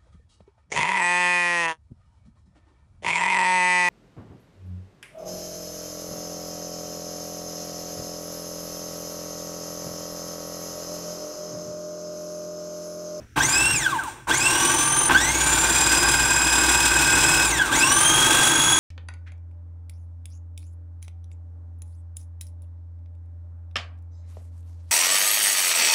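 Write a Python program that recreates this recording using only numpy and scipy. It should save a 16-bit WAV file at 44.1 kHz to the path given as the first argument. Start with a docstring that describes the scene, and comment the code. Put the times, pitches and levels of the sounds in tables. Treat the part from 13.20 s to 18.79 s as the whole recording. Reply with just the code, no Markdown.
"""Hands on the bowl are heard first, fading into the quiet of a kitchen; then a geared food processor is pulsed
four times through a thick batter. Gear teeth whine at a pitch that follows the motor speed, throbbing with each
turn of the blade; whine and rushing noise ring in the plastic housing. The first run coasts down, with one
knock; the sound then jumps from the second run straight into the third. The third, on the slow setting, has the
strongest hum at the mains rate; it coasts too, and the fourth lasts to the end."""
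import sys
import numpy as np
from scipy import signal
from scipy.fft import rfft, irfft, next_fast_len
from scipy.io import wavfile
from scipy.ndimage import uniform_filter1d

SR = 44100
rng = np.random.default_rng(int(sys.argv[2]) if len(sys.argv) > 2 else 0)


def persist_wave(psi):
    """Save psi, clipped to +-1, as 16-bit WAV."""
    counts = np.round(np.clip(psi, -1, 1) * 32767).astype(np.int16)
    wavfile.write(sys.argv[1], SR, np.atleast_2d(counts).T)


def rack_gain(trim_db):
    """Turn a fader trim in dB into the linear factor to multiply a signal by."""
    fader = np.asarray(trim_db, float)
    return 10 ** (fader / 20)


N = 246519
THIRD_RUN_S = 1.888   # the sound jumps here from the second run straight into the third
TEETH_PER_BLADE_TURN, TEETH_PER_ROTOR_TURN = 138, 12
LOW_GEAR_RATIO = .3822   # low gear tone over tooth rate


def at_hz(points, hz):
    """Spectral interpolation: levels joined by straight lines on a logarithmic frequency axis."""
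    f, db = np.transpose(points)
    return np.interp(np.log(hz), np.log(f), db)


def drift(rate):
    """Low-pass random process: white noise through two equal poles at rate [Hz], scaled to spread 1."""
    r = np.exp(-2 * np.pi * rate / SR)
    slow = signal.lfilter([1], [1, -2 * r, r * r], rng.standard_normal(N + SR))[SR:]
    return slow / np.std(slow)


def coloured(points):
    """Spectral shaping of white noise by levels in dB per Hz; 0 dB gives 1 kHz of band an rms of 1."""
    size = next_fast_len(N)
    hz = np.maximum(np.arange(size // 2 + 1) * SR / size, 1)
    gain = rack_gain(at_hz(points, hz)) * np.sqrt(SR / 2000)
    white = rng.standard_normal(size)
    return irfft(rfft(white) * gain, size)[:N]


# spectral shape of the quiet kitchen: (frequency [Hz], density [dB per Hz])
ROOM_SPECTRUM = [(24, -32), (40, 1), (129, 2.5), (174, -12), (301, -14), (1100, -42), (1350, -16.5),
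                 (4800, -37), (5720, -22), (6640, -33), (15500, -45)]
# handling before the first run: (time [s], level [dB])
HANDS_LEVEL = [(0.0, -41), (0.07, -53)]


def kitchen():
    """Stationary and enveloped noise: a steady room floor, and hands on the bowl that fade at first."""
    floor = coloured(ROOM_SPECTRUM)
    hands = coloured([(60, 8), (200, 5), (800, -10), (3000, -24), (10000, -38)])
    rows = list(HANDS_LEVEL) + [(HANDS_LEVEL[-1][0] + .02, -80)]
    s, db = np.transpose(rows)
    hands_db = np.interp(np.arange(N) / SR, s, db)
    return rack_gain(-50) * floor / np.std(floor) + rack_gain(hands_db) * hands / np.std(hands)


# motor runs: (on [s], off [s], tooth rate at the start [Hz], tooth rate the climb tends to [Hz],
# share of the climb that is quick [0-1], creep [Hz per s], coasting time constant [s])
MOTOR_RUNS = [(.158, .5232, 267, 2900, .619, 0, .249), (1.07, 9, 410, 3114, .55, 0, .3),
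              (1.888, 4.243, 729, 2466, .322, 37, .376), (4.51, 9, 1161, 3357, .418, 0, .3)]


def motor():
    """Inertia and friction: speed climbs with two time constants, then coasts to rest under dry friction."""
    quick_s, slow_s, friction_hz = .0467, .178, 365
    release_s = .02   # the drive dies away at switch-off
    runs = np.array(MOTOR_RUNS)
    t = np.arange(N) / SR
    run = np.maximum(np.searchsorted(runs[:, 0], t, side="right") - 1, 0)
    on, off, start_hz, top_hz, quick, creep, coast_s = runs[run].T
    driven = np.maximum(np.minimum(t, off) - on, 0)
    left = quick * np.exp(-driven / quick_s) + (1 - quick) * np.exp(-driven / slow_s)
    reached_hz = top_hz - (top_hz - start_hz) * left + creep * driven
    after = np.maximum(t - off, 0)
    free = after - release_s * (1 - np.exp(-after / release_s))
    tooth_hz = (reached_hz + friction_hz) * np.exp(-free / coast_s) - friction_hz
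    return run, t - on, np.maximum(tooth_hz, 20), reached_hz, t > off


# relative layer levels, one row a run: (rush [dB], whine [dB], low gear [dB], bowl ring [dB],
# table rumble [dB], mains hum [dB])
LEVELS_BY_RUN = [(-35.5, -1, -20, -34, -34, -44), (-34.5, -1.5, -4.5, -57, -38, -48),
                 (-33.5, 0, -1.5, -29, -35.5, -35), (-32, 0.5, 1, -33.5, -34, -51)]
# how each named layer follows the motor: (surge at switch-on [dB], fading of the surge [s],
# step at switch-off [dB], loss while coasting [dB per octave of speed lost])
MOTOR_RESPONSE = {"rush": (-3, 0.4, -2, 5.5), "whine": (5.3, 0.26, 0.87, 0.61), "gear": (9, .05, -5, 7),
                  "bowl": (11, .05, -7, 5), "rumble": (4, .08, 2.5, 9.5), "hum": (-2, .1, 2, 10.5)}


def layer_levels(run, since, tooth_hz, reached_hz, coasting):
    """Power law of speed: each layer [dB] surges at switch-on and falls by dB per octave while coasting."""
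    out, third_run = [], round(THIRD_RUN_S * SR)
    r = np.exp(-1 / (.017 * SR))   # smoothing time 17 ms
    octaves = np.log2(tooth_hz / reached_hz)
    for run_db, response in zip(np.transpose(LEVELS_BY_RUN), MOTOR_RESPONSE.values()):
        surge_db, surge_s, off_db, slope_db = response
        surge = surge_db * np.exp(-np.maximum(since, 0) / surge_s)
        db = run_db[run] + surge + coasting * (off_db + slope_db * octaves)
        gain = rack_gain(db) * (since >= 0)
        # the third run rises from zero
        parts = gain[:third_run], gain[third_run:]
        gain = np.concatenate([signal.lfilter([1 - r], [1, -r], p) for p in parts])
        out.append(20 * np.log10(gain + 1e-9))
    return out


# jolt of the drive taking up the load, one entry a run: (level before the housing [dB])
JOLT_LEVELS = [-34.5, -37.5, -33, -38.5]
# colour of the jolt before the housing: (frequency [Hz], density [dB per Hz])
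JOLT_SPECTRUM = [(70, 0), (130, 8), (500, 0.5), (1200, 1), (2500, -0.5), (8000, -21)]


def jolts(run, since):
    """Transient excitation: the load taken up at switch-on makes a rough low burst that swells and dies."""
    u = np.maximum(since, 0) / .024   # peak after 24 ms
    level = rack_gain(np.array(JOLT_LEVELS)[run] + 3.1 * drift(60.0))
    return level * u * np.exp(1 - u) * coloured(JOLT_SPECTRUM)


# rushing noise before the housing: (frequency [Hz], density [dB per Hz])
RUSH_SPECTRUM = [(200, 3.5), (500, 3), (1200, 1), (2200, 5), (4300, -1), (5500, 0), (7000, 0.5),
                 (10100, -4.5), (10500, -25), (11200, -7), (12500, -8.5), (15500, -7.5)]


def rush(tooth_hz, blade):
    """Modulated flow noise of batter and air: lows swell once a blade turn, highs mainly twice."""
    patchy_db = 1.04
    noise = coloured(RUSH_SPECTRUM)
    low = signal.sosfilt(signal.butter(2, 2960, fs=SR, output="sos"), noise)
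    together = drift(0.88)
    low_gain = (1 + 0.16 * np.cos(blade)) * rack_gain(patchy_db * (together + drift(24.0)))
    # the lows lead at low speed
    low_gain = low_gain * rack_gain(4 * np.clip(1 - tooth_hz / 2650, 0, 1))
    passes = 1 + .3 * np.cos(2 * blade) + .15 * np.cos(blade)
    high_gain = passes * rack_gain(patchy_db * together + 1.2 * drift(17.0))
    return low * low_gain + (noise - low) * high_gain


# partials of the whine: (multiple of the tooth rate, throb per blade turn at full speed [0-1],
# per half turn at full speed [0-1], per rotor turn [0-1], flutter at steady speed [dB])
WHINE_PARTIALS = [(1, .55, .55, .1, 1.2), (2, .25, .4, .3, 1.0), (3, .25, .3, .6, 2.5),
                  (4, .2, .3, .6, 4.0)]
# how well each partial carries at its own pitch, one list a partial: (frequency [Hz], level [dB])
WHINE_CARRY = [
    [(500, -62), (790, -39), (880, -23), (1100, -24.5), (1280, -36), (1580, -16), (1750, -30),
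     (2080, -27.5), (2300, -35), (2440, -35), (2530, -27), (2700, -19.5), (2800, -33), (2930, -31.5),
     (3030, -37), (3125, -34), (3165, -23.5), (3350, -25)],
    [(700, -55), (900, -27.5), (1300, -36), (1580, -25), (1800, -42), (2300, -47), (2900, -37),
     (3400, -27.5), (3900, -39), (4300, -43), (4830, -44), (4950, -28.5), (5100, -28.5), (5400, -34),
     (5900, -26), (6050, -27.5), (6160, -21.5), (6230, -36), (6400, -22), (6650, -33.5), (6720, -20)],
    [(800, -55), (1600, -42), (2200, -60), (3400, -42), (4800, -44), (5800, -31), (6600, -29.5),
     (7400, -26), (8000, -26.5), (8700, -33), (9250, -24), (9400, -22), (9800, -28), (10100, -27)],
    [(1000, -62), (5500, -48), (7200, -34.5), (8700, -38.5), (9300, -32.5), (10000, -36), (10300, -40)],
]


def whine(tooth_hz, teeth, whine_db, coasting, mains, rough):
    """Gear meshing: harmonics of the tooth rate, with shaft amplitude modulation and mains phase modulation."""
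    top_hz = 10350   # tones above this do not leave the housing
    out, blade, rotor = 0, teeth / TEETH_PER_BLADE_TURN, teeth / TEETH_PER_ROTOR_TURN
    depth = np.minimum(tooth_hz / 2500, 1) ** 2   # blade throb is shallower below 2500 Hz
    for partial, carry in zip(WHINE_PARTIALS, WHINE_CARRY):
        multiple, per_turn, per_half_turn, per_rotor, flutter_db = partial
        # partials 3 and 4 drop further with the power off
        db = whine_db - 0.5 * coasting * (multiple > 2.5) + at_hz(carry, multiple * tooth_hz)
        lag = rng.uniform(0, 2 * np.pi, 3)
        blade_throb = per_turn * np.cos(blade + lag[0]) + per_half_turn * np.cos(2 * blade + lag[1])
        throb = (1 + depth * blade_throb) * (1 + per_rotor * np.cos(rotor + lag[2]))
        throb = throb * (multiple * tooth_hz < top_hz)
        flutter = rack_gain((flutter_db + 1.2 * rough) * drift(40) - rough)
        out = out + np.sqrt(2) * rack_gain(db) * flutter * throb * np.sin(multiple * (teeth + mains))
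    return signal.sosfilt(signal.ellip(8, 1, 30, top_hz - 150, fs=SR, output="sos"), out)


# housing and bowl resonances: (frequency [Hz], width [Hz], gain [dB])
HOUSING_MODES = [(151, 82, -3.5), (315.8, 84.4, 17), (882, 246, 13.5), (1123, 194, 8), (1492, 110, 7.5),
                 (1587, 86, 15.5), (2598, 340, 6), (3370, 300, 8), (3876, 350, 5.5), (5930, 510, 7),
                 (7210, 620, 8), (8336, 610, 12.5), (9400, 605, 10)]


def housing(x):
    """Modal resonance of a shell: a chain of second-order peaks or dips, one for each mode."""
    for hz, width_hz, db in HOUSING_MODES:
        w, a = 2 * np.pi * hz / SR, rack_gain(db / 2)
        k = np.tan(np.pi * width_hz / SR)
        over = [1 + k * a, -2 * np.cos(w), 1 - k * a]
        under = [1 + k / a, -2 * np.cos(w), 1 - k / a]
        x = signal.lfilter(over, under, x)
    return x


# low gear tone by its own pitch: (frequency [Hz], level [dB])
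GEAR_TONE = [(880, -67), (945, -37), (965, -30.5), (985, -44), (1045, -26), (1150, -25.5), (1285, -32.5)]
# fifth above it by its own pitch: (frequency [Hz], level [dB])
GEAR_FIFTH = [(1250, -64), (1350, -39), (1440, -31.5), (1470, -26), (1520, -79)]


def low_gear(tooth_hz, teeth, blade, gear_db, ring_db):
    """Gear ratio and forced resonance: two second-stage tones and a noise-driven bowl, swelling with the blade."""
    first_db = gear_db + at_hz(GEAR_TONE, LOW_GEAR_RATIO * tooth_hz)
    fifth_db = gear_db + at_hz(GEAR_FIFTH, LOW_GEAR_RATIO * tooth_hz * 3 / 2)
    first_swell = 1 + .5 * np.cos(2 * blade)
    first = rack_gain(first_db + 2.0 * drift(37.0)) * first_swell * np.sin(LOW_GEAR_RATIO * teeth)
    fifth_swell = 1 + 0.14 * np.cos(blade)
    fifth = rack_gain(fifth_db + 1.2 * drift(25.0)) * fifth_swell * np.sin(LOW_GEAR_RATIO * teeth * 3 / 2)
    bowl_hz, bowl_width_hz = 1560, 45
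    r, w = np.exp(-np.pi * bowl_width_hz / SR), 2 * np.pi * bowl_hz / SR
    ring = signal.lfilter([1, 0, -1], [1, -2 * r * np.cos(w), r * r], rng.standard_normal(N))
    beat = 1 + .7 * np.cos(blade) + .25 * np.cos(4 * blade)
    return first + fifth + rack_gain(ring_db) * beat * ring / np.std(ring)


def rumble(db):
    """Structure-borne vibration: the base shakes the table, heard as wavering low noise."""
    x = coloured([(25, -42), (45, -2), (80, -6), (140, 5.5), (190, -9.5), (260, -11.0), (400, -26)])
    return x / np.std(x) * rack_gain(db + 0.5 * drift(2.4) + 1.1 * drift(10.0))


def hum(db):
    """Periodic forcing: one current pulse for each mains cycle, as a wavering sine: (level, wave)."""
    mains_hz = 59.5 * (1 + 0.012 * drift(2.6))
    phase = 2 * np.pi * np.cumsum(mains_hz) / SR
    return np.sqrt(2) * rack_gain(db + 1.25 * drift(9.0)), np.sin(phase)


def walls(x):
    """Reverberation: dense reflections decay exponentially after a 4 ms gap; none carry across the jump into
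    the third run."""
    t, third_run = np.arange(SR // 2) / SR, round(THIRD_RUN_S * SR)
    t60_s, wet_db = .3, -11
    tail = rng.standard_normal(len(t)) * rack_gain(-60 * t / t60_s) * (t > .004)
    tail = tail / np.sqrt(np.sum(tail ** 2))
    parts = x[:third_run], x[third_run:]
    return x + rack_gain(wet_db) * np.concatenate([signal.fftconvolve(p, tail)[:len(p)] for p in parts])


# a knock while the blade coasts: (time [s], starting level before the housing [dB])
COAST_KNOCKS = [(0.836, -34.5)]


def knocks():
    """Impact excitation: a sudden noise burst with exponential decay."""
    t60_s = 0.036
    out, t = np.zeros(N), np.arange(N) / SR
    for s, db in COAST_KNOCKS:
        out += (t >= s) * rack_gain(db - 60 * np.maximum(t - s, 0) / t60_s)
    return out * rng.standard_normal(N)


def scene():
    """Superposition: the machine in its housing and its reflections over rumble, hum and room."""
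    run, since, tooth_hz, reached_hz, coasting = motor()
    levels = layer_levels(run, since, tooth_hz, reached_hz, coasting)
    rush_db, whine_db, gear_db, bowl_db, rumble_db, hum_db = levels
    # the bowl starts to ring around a tooth rate of 2330 Hz
    ring_db = bowl_db - 20 * np.log10(1 + np.exp((2330 - reached_hz) / 40))

    # teeth chatter while the speed changes fast: full at a relative change of 3 per second
    speed_change = np.abs(np.gradient(np.log(tooth_hz))) * SR
    chatter = np.clip(speed_change / 3, 0, 1) * np.where(coasting, 0.494, 1)   # less with the power off
    rough = uniform_filter1d(chatter, size=400)
    shaken_hz = tooth_hz * (1 + .001 * drift(20) + .028 * rough * drift(400))
    teeth = 2 * np.pi * np.cumsum(shaken_hz) / SR
    blade = teeth / TEETH_PER_BLADE_TURN

    hum_level, hum_wave = hum(hum_db)
    # the phase of the whine is shaken most where the hum is strong, on the slow setting
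    slow_setting = np.clip(hum_level / rack_gain(np.max(np.array(LEVELS_BY_RUN)[:, -1])), 0, 1)
    tones = whine(tooth_hz, teeth, whine_db, coasting, .33 * slow_setting * hum_wave, rough)
    inside = rack_gain(rush_db - 6) * rush(tooth_hz, blade) + knocks() + jolts(run, since) + rack_gain(-16) * tones
    machine = housing(inside) + rack_gain(-5.5) * tones + low_gear(tooth_hz, teeth, blade, gear_db, ring_db)
    return (walls(machine) + rumble(rumble_db) + hum_level * hum_wave + kitchen())[None]


def top_cut(x):
    """Nothing passes above the cut-off."""
    return signal.sosfilt(signal.butter(12, 15920, fs=SR, output="sos"), x)


def record(dry):
    """Band limitation: a steep elliptic low-pass removes the top above 15720 Hz."""
    low_pass = signal.ellip(12, .3, 70, 15720, fs=SR, output="sos")
    mix = signal.sosfilt(low_pass, dry)
    return top_cut(mix)


dry = scene()
out = record(dry)
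persist_wave(out)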